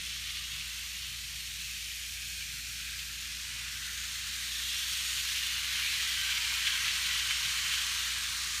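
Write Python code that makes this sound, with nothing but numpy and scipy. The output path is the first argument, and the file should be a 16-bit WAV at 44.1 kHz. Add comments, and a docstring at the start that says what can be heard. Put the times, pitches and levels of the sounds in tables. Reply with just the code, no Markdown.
"""A small model train on a plastic track on a tiled floor, heard from one microphone close to the rails.
From the start a compressor hums in the room and the train runs some way off: tiny wheels patter on the
rails and ring the cars and the hollow track bed, pickups hiss, flanges sing in the curves.
From about 4 s it draws near. Around 7 s it is closest, with sharp ticks at the rail joints, rattling
cars and knocking track pieces. In the last second it starts to move off."""
import sys
import numpy as np
from scipy import signal
from scipy.fft import rfft, irfft
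from scipy.io import wavfile

SR = 44100
rng = np.random.default_rng(int(sys.argv[2]) if len(sys.argv) > 2 else 0)


def waveform_to_disk(signal):
    """Save audio, clipped to [-1, 1], as 16-bit WAV at the path in sys.argv[1]."""
    frames = np.transpose(np.atleast_2d(signal))
    scaled = np.clip(frames, -1, 1) * 32767
    samples = np.round(scaled).astype(np.int16)
    wavfile.write(sys.argv[1], SR, samples)


N = 379260
TIME = np.arange(N) / SR
FREQS = np.fft.rfftfreq(N, 1 / SR)

# Levels are relative within each table; the functions set the balance between layers.
# spectra of the room's low rumble and its rush of air: f/Hz, level/dB
RUMBLE_COLOUR = [(50, -27), (78, -8), (100, -6), (122, 0.5), (138, -0.5), (152, -12.5), (168, -2.5),
                 (205, -19), (300, -21.5), (500, -42)]
AIR_COLOUR = [(20, -16), (45, -10), (70, 4), (100, -5.5), (165, -9.5), (210, -11.5), (300, -19.5),
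              (550, -22.5), (1500, -26), (8000, -33.5)]
# swell of the rumble: t/s, level/dB
RUMBLE_LEVEL = [(0, -59), (.22, -65), (.38, -59), (.6, -57), (.85, -70), (1.03, -60), (1.4, -60.5),
                (2.1, -69), (2.35, -61.5), (3.1, -62), (3.75, -60.5), (4.0, -66), (4.2, -60), (4.7, -68),
                (5.3, -66), (5.7, -63.5), (6.5, -65), (7.1, -59), (8.0, -66.5), (8.5, -63)]
# compressor and fan tones: f/Hz, level/dB
HUM_TONES = [(59.2, -53.5), (86.1, -65), (120, -73), (177.8, -71), (237.2, -71.6), (296.1, -87),
             (355.3, -89), (414.5, -91), (533, -94)]
# the hum's upper tones change as the microphone moves: t/s, level/dB
HUM_UPPER = [(0, 0), (.5, -1), (.75, -5), (2.1, -4), (2.7, 1), (3.5, 1.5), (4.3, -.3), (8.6, .5)]
# the motor gathers speed, then sags under load: t/s, f/Hz, level/dB
MOTOR_WHINE = [(0, 693, -84), (.6, 724, -85), (1.4, 734, -82), (1.75, 745, -93), (2.1, 747, -81),
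               (2.45, 735, -91), (2.8, 710, -84), (3.05, 705, -91), (3.4, 700, -87), (3.8, 720, -100),
               (4.4, 751, -81), (5.2, 735, -85), (5.75, 654, -82), (8.6, 625, -94)]
# cars cross a droning track piece: middle t/s, length/s, level/dB
DRONES = [(5.95, .4, -82), (7.0, 0.62, -75), (7.482, .13, -71), (8.1, 0.57, -81)]
# track pieces tip under the weight: t/s, level/dB, f/Hz
KNOCKS = [(0.071, -57, 487), (0.574, -61, 751), (1.335, -61, 740), (2.374, -59, 516), (3.372, -60, 600),
          (3.559, -62, 560), (3.922, -60, 450), (6.002, -55, 428), (6.107, -58, 650), (6.535, -55, 738),
          (6.599, -62, 430), (6.833, -56, 427), (6.87, -55, 789), (6.921, -56, 685), (7.169, -63, 600),
          (7.301, -53, 776), (7.451, -52, 743), (7.639, -60, 600), (7.668, -57, 580), (8.002, -59, 397),
          (8.154, -58, 700), (8.472, -54, 367)]
# modes of the hollow car bodies: f/Hz, t60/s, level/dB
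CAR_MODES = [(943, 0.064, -7), (1070, 0.083, -2.5), (1187, 0.052, -0.5), (1323, .05, 1.5), (1450, .05, -2),
             (1610, .06, 4)]
# wheels strike rail joints: t/s, level/dB
JOINTS = [(0.1594, -31), (0.3694, -27), (1.7644, -31), (2.4094, -31), (2.7989, -29), (4.5994, -22),
          (4.9294, -24), (5.2894, -19), (6.0294, -27), (6.3094, -21), (6.6744, -17), (6.693, -20),
          (6.882, -13), (7.3014, -25), (7.3087, -12), (7.5073, -23), (7.7238, -23), (8.0054, -17),
          (8.0594, -22), (8.1214, -24)]
# cars shudder over rough spots: middle t/s, length/s, level/dB
RATTLES = [(.15, 0.046, -46), (.296, .05, -41.5), (0.365, .06, -43), (.603, .06, -44), (1.764, 0.051, -49),
           (2.42, .07, -44.5), (2.81, 0.048, -44), (3.008, 0.076, -43.5), (4.744, 0.11, -44),
           (5.11, .04, -38), (5.37, .07, -39), (5.447, 0.052, -44), (5.77, 0.1, -37.5), (5.864, .05, -40),
           (5.936, .05, -38), (6.008, .05, -37), (6.25, .05, -40), (6.311, .07, -37), (6.44, .06, -41),
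           (6.676, 0.041, -33), (6.852, .08, -37), (7.144, .05, -38), (7.31, 0.027, -36), (7.45, .07, -40),
           (7.735, 0.048, -36), (7.912, 0.054, -39), (7.98, .06, -41), (8.117, .05, -41)]
# wheels and track sing in curves: middle t/s, length/s, f/Hz, half width/Hz, level/dB
FLANGE_SONG = [(.2, 0.56, 3150, 400, -51), (.37, .3, 1205, 45, -58.5), (.72, 0.67, 2715, 50, -48),
               (1.7, 0.34, 2610, 90, -44), (2.5, 2.7, 2440, 150, -45.5), (2.25, 0.92, 1630, 60, -55),
               (2.95, .5, 1636, 50, -52), (3.547, .35, 940, 35, -65), (3.6, 0.35, 2476, 70, -49),
               (4.1, .54, 6780, 169, -46), (4.51, .3, 1808, 50, -52), (4.7, 1.6, 3845, 330, -41),
               (4.73, .3, 2790, 50, -43), (4.782, 0.73, 3320, 150, -38.5), (5.1, 0.64, 6850, 190, -44.5),
               (5.0, .45, 8550, 200, -46), (5.35, 0.9, 2830, 70, -43.5), (5.76, 0.19, 1722, 50, -45),
               (5.9, .32, 2380, 130, -39.5), (6.0, .45, 1981, 50, -43), (6.2, 0.65, 3075, 130, -38),
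               (6.19, 0.34, 3380, 60, -45), (6.26, 0.31, 1554, 45, -43), (6.48, .35, 947, 35, -56.5),
               (6.69, 0.32, 3020, 70, -36), (6.74, 0.27, 3180, 70, -36), (6.69, .25, 3380, 70, -39),
               (6.724, 0.29, 1593, 50, -41), (6.78, .5, 6260, 110, -44), (6.794, 0.27, 1076, 45, -51),
               (6.8, 2.3, 2350, 130, -42.5), (7.0, 0.85, 1965, 50, -43.5), (7.3, 1.5, 3075, 35, -40.5),
               (7.52, 0.62, 2200, 70, -41), (7.85, .5, 6350, 110, -50), (8.25, 1, 3770, 300, -41.5),
               (8.36, 0.37, 4349, 80, -43), (8.5, 0.56, 1190, 50, -50.5)]
# spectra of a track knock, a coupler clack, a joint tick and a rattle: f/Hz, level/dB
KNOCK_COLOUR = [(150, -14), (300, -2), (430, -6), (650, 3), (900, -10), (1600, -22)]
CLACK_COLOUR = [(600, -37), (1500, -5.5), (3200, 2), (6000, -5), (9000, -1.5), (15000, -10)]
TICK_COLOUR = [(600, -33), (1500, 4), (3000, 6), (6000, -5), (15000, -19)]
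RATTLE_COLOUR = [(700, -37), (1200, -15.5), (1650, -8), (2400, 1.5), (3100, 4), (4300, -4), (5200, -7),
                 (15000, -26)]
# spectra of the rolling cars, track bed, hollow drumming and pickup hiss: f/Hz, level/dB
CARS_COLOUR = [(500, -44.5), (1200, -24), (1900, -6), (2400, -2), (3100, 0), (3700, -2), (4400, -4),
               (5200, -10), (7000, -14.5), (15000, -42)]
BED_COLOUR = [(500, -42.5), (1000, -23.5), (1280, -9), (1580, -2), (2000, -3.5), (2600, -16), (4500, -32)]
DRUM_COLOUR = [(250, -17), (430, -30), (520, -34), (690, -24), (830, -10.5), (950, -3.5), (1170, 2),
               (1400, 1), (2200, -28.5)]
HISS_COLOUR = [(2000, -34.5), (4200, 0), (5400, 0.5), (6800, -0.5), (8500, -3), (9800, -6.5), (11500, -9),
               (15300, -13)]
# highest treble of the hiss: t/s, level/dB
HISS_SHEEN = [(0, -.5), (.5, 1.2), (1.8, 2), (2.9, 1.5), (3.5, -0.5), (4.8, 1.5), (5.8, 2), (6.9, -1.5),
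              (7.6, -1), (8.6, -3)]
# the train nears the microphone and moves off: t/s, cars/dB, bed/dB, drumming/dB, hiss/dB
PASS_BY = [(0.0, -40.0, -53, -68, -43), (0.35, -40.5, -56, -69, -44.0), (0.6, -41.3, -56, -62.5, -43.8),
           (1.5, -43.0, -57.5, -69.5, -43.5), (2.1, -43, -57.5, -74, -42.5), (2.7, -43.5, -53, -74, -43),
           (3.2, -43.0, -53.5, -67.5, -43), (3.7, -41.5, -48.5, -61.5, -42.5),
           (4.4, -40, -50.5, -62.5, -41), (4.9, -38, -48, -59.5, -38), (5.4, -35, -48, -59, -38),
           (5.66, -35.5, -45.5, -57, -40.5), (5.82, -34.5, -45, -56, -38.5), (6.5, -34, -45, -53.5, -38.5),
           (6.9, -34, -42.7, -53, -37.5), (7.6, -34.0, -44, -51.5, -37), (8.05, -36, -46, -53, -37.5),
           (8.28, -39, -45.5, -53.5, -38), (8.6, -38.5, -46, -54.5, -37)]
# dips in the microphone's response: f/Hz, width/Hz, level/dB
MIC_DIPS = [(4940, 300, -2), (7770, 590, -2), (10480, 320, -5)]


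def undb(db):
    """Decibels to gain."""
    return 10 ** (np.asarray(db) / 20)


def unit(x):
    """Scale to rms 1."""
    return x / np.sqrt(np.mean(x ** 2))


def curves(table):
    """Each column after the time, at every sample."""
    s, *columns = np.transpose(table)
    return [np.interp(TIME, s, c) for c in columns]


def colour(x, points):
    """Filter by a spectrum of f/Hz, level/dB points."""
    hz, db = np.transpose(points)
    return irfft(rfft(x) * undb(np.interp(np.log(FREQS + 1), np.log(hz), db)), N)


def walk(rate):
    """A smooth random curve of rms 1 that changes about rate times a second."""
    return unit(irfft(rfft(rng.standard_normal(N)) * np.exp(-(FREQS / rate) ** 2), N))


def swell(middle_s, length_s):
    """A gain that rises from 0 to 1 and falls back in one arch."""
    return np.cos(np.pi * np.clip((TIME - middle_s) / length_s, -.5, .5))


def strikes(table):
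    """One impulse for each t/s, level/dB row."""
    blows = np.zeros(N)
    for s, db in table:
        blows[int(s * SR)] += undb(db)
    return blows


def patter(rate, spread_db):
    """Tiny random impacts, rate a second: most weak, a few strong."""
    struck = rng.random(N) < rate / SR
    size = undb(spread_db * np.minimum(rng.exponential(size=N), 5))
    return unit(struck * size * rng.choice([-1, 1], N))


def mode(blows, hz, t60):
    """One resonance rung by blows, falling 60 dB in t60 seconds."""
    pole = np.exp((2j * np.pi * hz - np.log(1000) / t60) / SR)
    return signal.lfilter([0, pole.imag], [1, -2 * pole.real, abs(pole) ** 2], blows)


def ring(blows, t60):
    """Diffuse ringing: noise that falls 60 dB in t60 seconds after each blow."""
    keep = np.exp(-2 * np.log(1000) / (t60 * SR))
    energy = signal.lfilter([1 - keep], [1, -keep], blows ** 2)
    return np.sqrt(energy) * rng.standard_normal(N)


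def struck_body(impacts, spectrum, ringing, room_db):
    """Impacts, the short ring of the plastic and the tail of the room, in the colour of the body."""
    sound = impacts + ringing * ring(impacts, t60=0.047) + undb(room_db) * ring(impacts, t60=.35)
    return unit(colour(sound, spectrum))


def wander(x, depth_db, width_hz, hold_s, size=2048):
    """The track under the moving train keeps changing, so narrow resonances come and go."""
    _, _, frames = signal.stft(x, nperseg=size)
    field = rng.standard_normal(frames.shape)
    for axis, spread in enumerate([width_hz * size / SR, hold_s * SR / (size / 2)]):
        bell = np.exp(-(np.arange(-20, 21) / spread) ** 2)  # smooths over frequency, then time
        field = signal.fftconvolve(field, np.expand_dims(bell, 1 - axis), mode="same")
    gain = unit(undb(depth_db * unit(field)))
    return signal.istft(frames * gain, nperseg=size)[1][:N]


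def rumble():
    """Room tone: a low, lumpy rumble that swells and sinks."""
    db, = curves(RUMBLE_LEVEL)
    return unit(colour(rng.standard_normal(N), RUMBLE_COLOUR)) * undb(db + 1.8 * walk(12))


def compressor(upper_from_hz=200):
    """In the background, the compressor's motor and fan hum over a faint rush of air."""
    upper_db, = curves(HUM_UPPER)
    tones = 0
    for hz, db in HUM_TONES:
        level_db = db + .4 * walk(3) + upper_db * (hz > upper_from_hz)
        tones += undb(level_db) * np.sqrt(2) * np.sin(2 * np.pi * (hz * TIME + rng.random()))
    air = unit(colour(rng.standard_normal(N), AIR_COLOUR))
    return undb(0.4) * tones + undb(-64) * air


def motor(drift=0.005, flutter_db=4):
    """The train's motor whines faintly, wavering in pitch and level."""
    hz, db = curves(MOTOR_WHINE)
    phase = 2 * np.pi * np.cumsum(hz * (1 + drift * walk(2.85))) / SR
    return np.sqrt(2) * np.sin(phase) * undb(db + flutter_db * walk(11))


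def track_drone():
    """One track piece resonates fitfully, shaken by the wheels while the train is on it."""
    gain = sum(undb(db) * swell(s, length) for s, length, db in DRONES)
    return gain * unit(mode(rng.standard_normal(N), hz=420, t60=.16))


def track_knocks(t60=0.11):
    """Loose track pieces knock on the tiles: a dull thud, and each rings briefly at its own pitch."""
    blows = strikes([(s, db) for s, db, hz in KNOCKS])
    decay = signal.lfilter([1], [1, -np.exp(-np.log(1000) / (t60 * SR))], blows)
    thuds = decay * unit(colour(rng.standard_normal(N), KNOCK_COLOUR))
    rings = sum(mode(strikes([(s, db)]), hz, t60) for s, db, hz in KNOCKS)
    return undb(-11.5) * thuds + undb(-5) * rings


def car_bodies():
    """The hollow cars jiggle on their bogies; each jolt rings their modes in a new mix."""
    _, _, drum_db, _ = curves(PASS_BY)
    jolts = patter(rate=70, spread_db=1)
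    ringing = sum(undb(db) * mode(jolts * rng.standard_normal(N), hz, t60) for hz, t60, db in CAR_MODES)
    low_cut = signal.butter(6, 850, "highpass", fs=SR, output="sos")  # small shells give off no bass
    return unit(signal.sosfilt(low_cut, ringing)) * undb(drum_db - 2)


def clatter():
    """Loose wheels and couplers: sharp little clacks that follow the level of the rolling cars."""
    cars_db = curves(PASS_BY)[0]
    blows = patter(rate=90, spread_db=1)
    clacks = ring(blows, t60=0.0086) + 0.5 * ring(blows, t60=0.044)
    return unit(colour(clacks, CLACK_COLOUR)) * undb(cars_db - 14.5)


def rail_joints():
    """At each joint a wheel scrapes over the gap and the plastic rattles briefly."""
    blows = strikes(JOINTS)
    scrape = ring(blows, t60=0.0056)
    plastic = 1.8 * ring(blows, t60=0.051)
    return undb(4) * colour(scrape + plastic, TICK_COLOUR)


def rattles():
    """The cars shudder over rough spots: short bursts of gritty chatter."""
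    bursts = sum(undb(db) * swell(s, length) for s, length, db in RATTLES)
    grit = patter(rate=1000, spread_db=2.5)
    return bursts * struck_body(grit, RATTLE_COLOUR, ringing=0.64, room_db=-15)


def flanges():
    """Rubbing flanges excite unsteady wheel resonances in the curves."""
    song = np.zeros(N)
    for s, length, hz, half_width_hz, db in FLANGE_SONG:
        friction = rng.standard_normal(N)
        on = np.abs(TIME - s) < length / 2
        band = signal.butter(2, [hz - half_width_hz, hz + half_width_hz], "bandpass", fs=SR, output="sos")
        song[on] += undb(db) * swell(s, length)[on] * unit(signal.sosfilt(band, friction[on]))
    return song * undb(-4.5 + 1.45 * walk(19))


def pickups(sheen_hz=10300):
    """The pickups slide on the rails and hiss; the highest treble slowly brightens and dulls."""
    *_, hiss_db = curves(PASS_BY)
    sheen_db, = curves(HISS_SHEEN)
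    hiss = struck_body(patter(rate=11000, spread_db=2.5), HISS_COLOUR, ringing=0.49, room_db=-8.5)
    hiss *= undb(0.3 * walk(60))
    treble = irfft(rfft(hiss) * (1 - 1 / (1 + (FREQS / sheen_hz) ** 10)), N)
    hiss += (undb(sheen_db) - 1) * treble
    return wander(undb(hiss_db) * hiss, depth_db=1.56, width_hz=44, hold_s=0.059)


def wheels():
    """Wheels patter on rough rail, ringing the cars and the track bed and drumming its hollow."""
    cars_db, bed_db, drum_db, _ = curves(PASS_BY)
    cars = struck_body(patter(rate=9000, spread_db=2.5), CARS_COLOUR, ringing=0.76, room_db=-5)
    cars *= undb(cars_db + 0.39 * walk(25))
    bed = struck_body(patter(rate=7000, spread_db=3), BED_COLOUR, ringing=0.89, room_db=-9)
    bed *= undb(bed_db - 0.46 + 0.5 * walk(8.2))  # the track pieces answer unevenly
    drum = struck_body(patter(rate=3000, spread_db=2.5), DRUM_COLOUR, ringing=0.82, room_db=-13.5)
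    drum *= undb(drum_db - 1.9 + 0.5 * walk(8))
    return wander(cars + bed + drum, depth_db=1.5, width_hz=21, hold_s=0.088)


def scene():
    """The room behind, the train in front; mono on both channels."""
    room = rumble() + compressor()
    track = track_drone() + track_knocks() + rail_joints()
    cars = motor() + car_bodies() + clatter() + rattles() + flanges()
    rocking = undb(0.21 * walk(28))  # the cars rock and load their wheels unevenly
    mono = room + track + cars + rocking * (pickups() + wheels())
    return np.array([mono, mono])


def record(dry, top_hz=15300):
    """The microphone has a few dips in the treble, and the recorder cuts the top."""
    dips_db = sum(db * np.exp(-((FREQS - hz) / width) ** 2) for hz, width, db in MIC_DIPS)
    heard = irfft(rfft(dry) * undb(dips_db), N)
    return signal.sosfilt(signal.ellip(12, .1, 70, top_hz, fs=SR, output="sos"), heard)


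dry = scene()
out = record(dry)
waveform_to_disk(out)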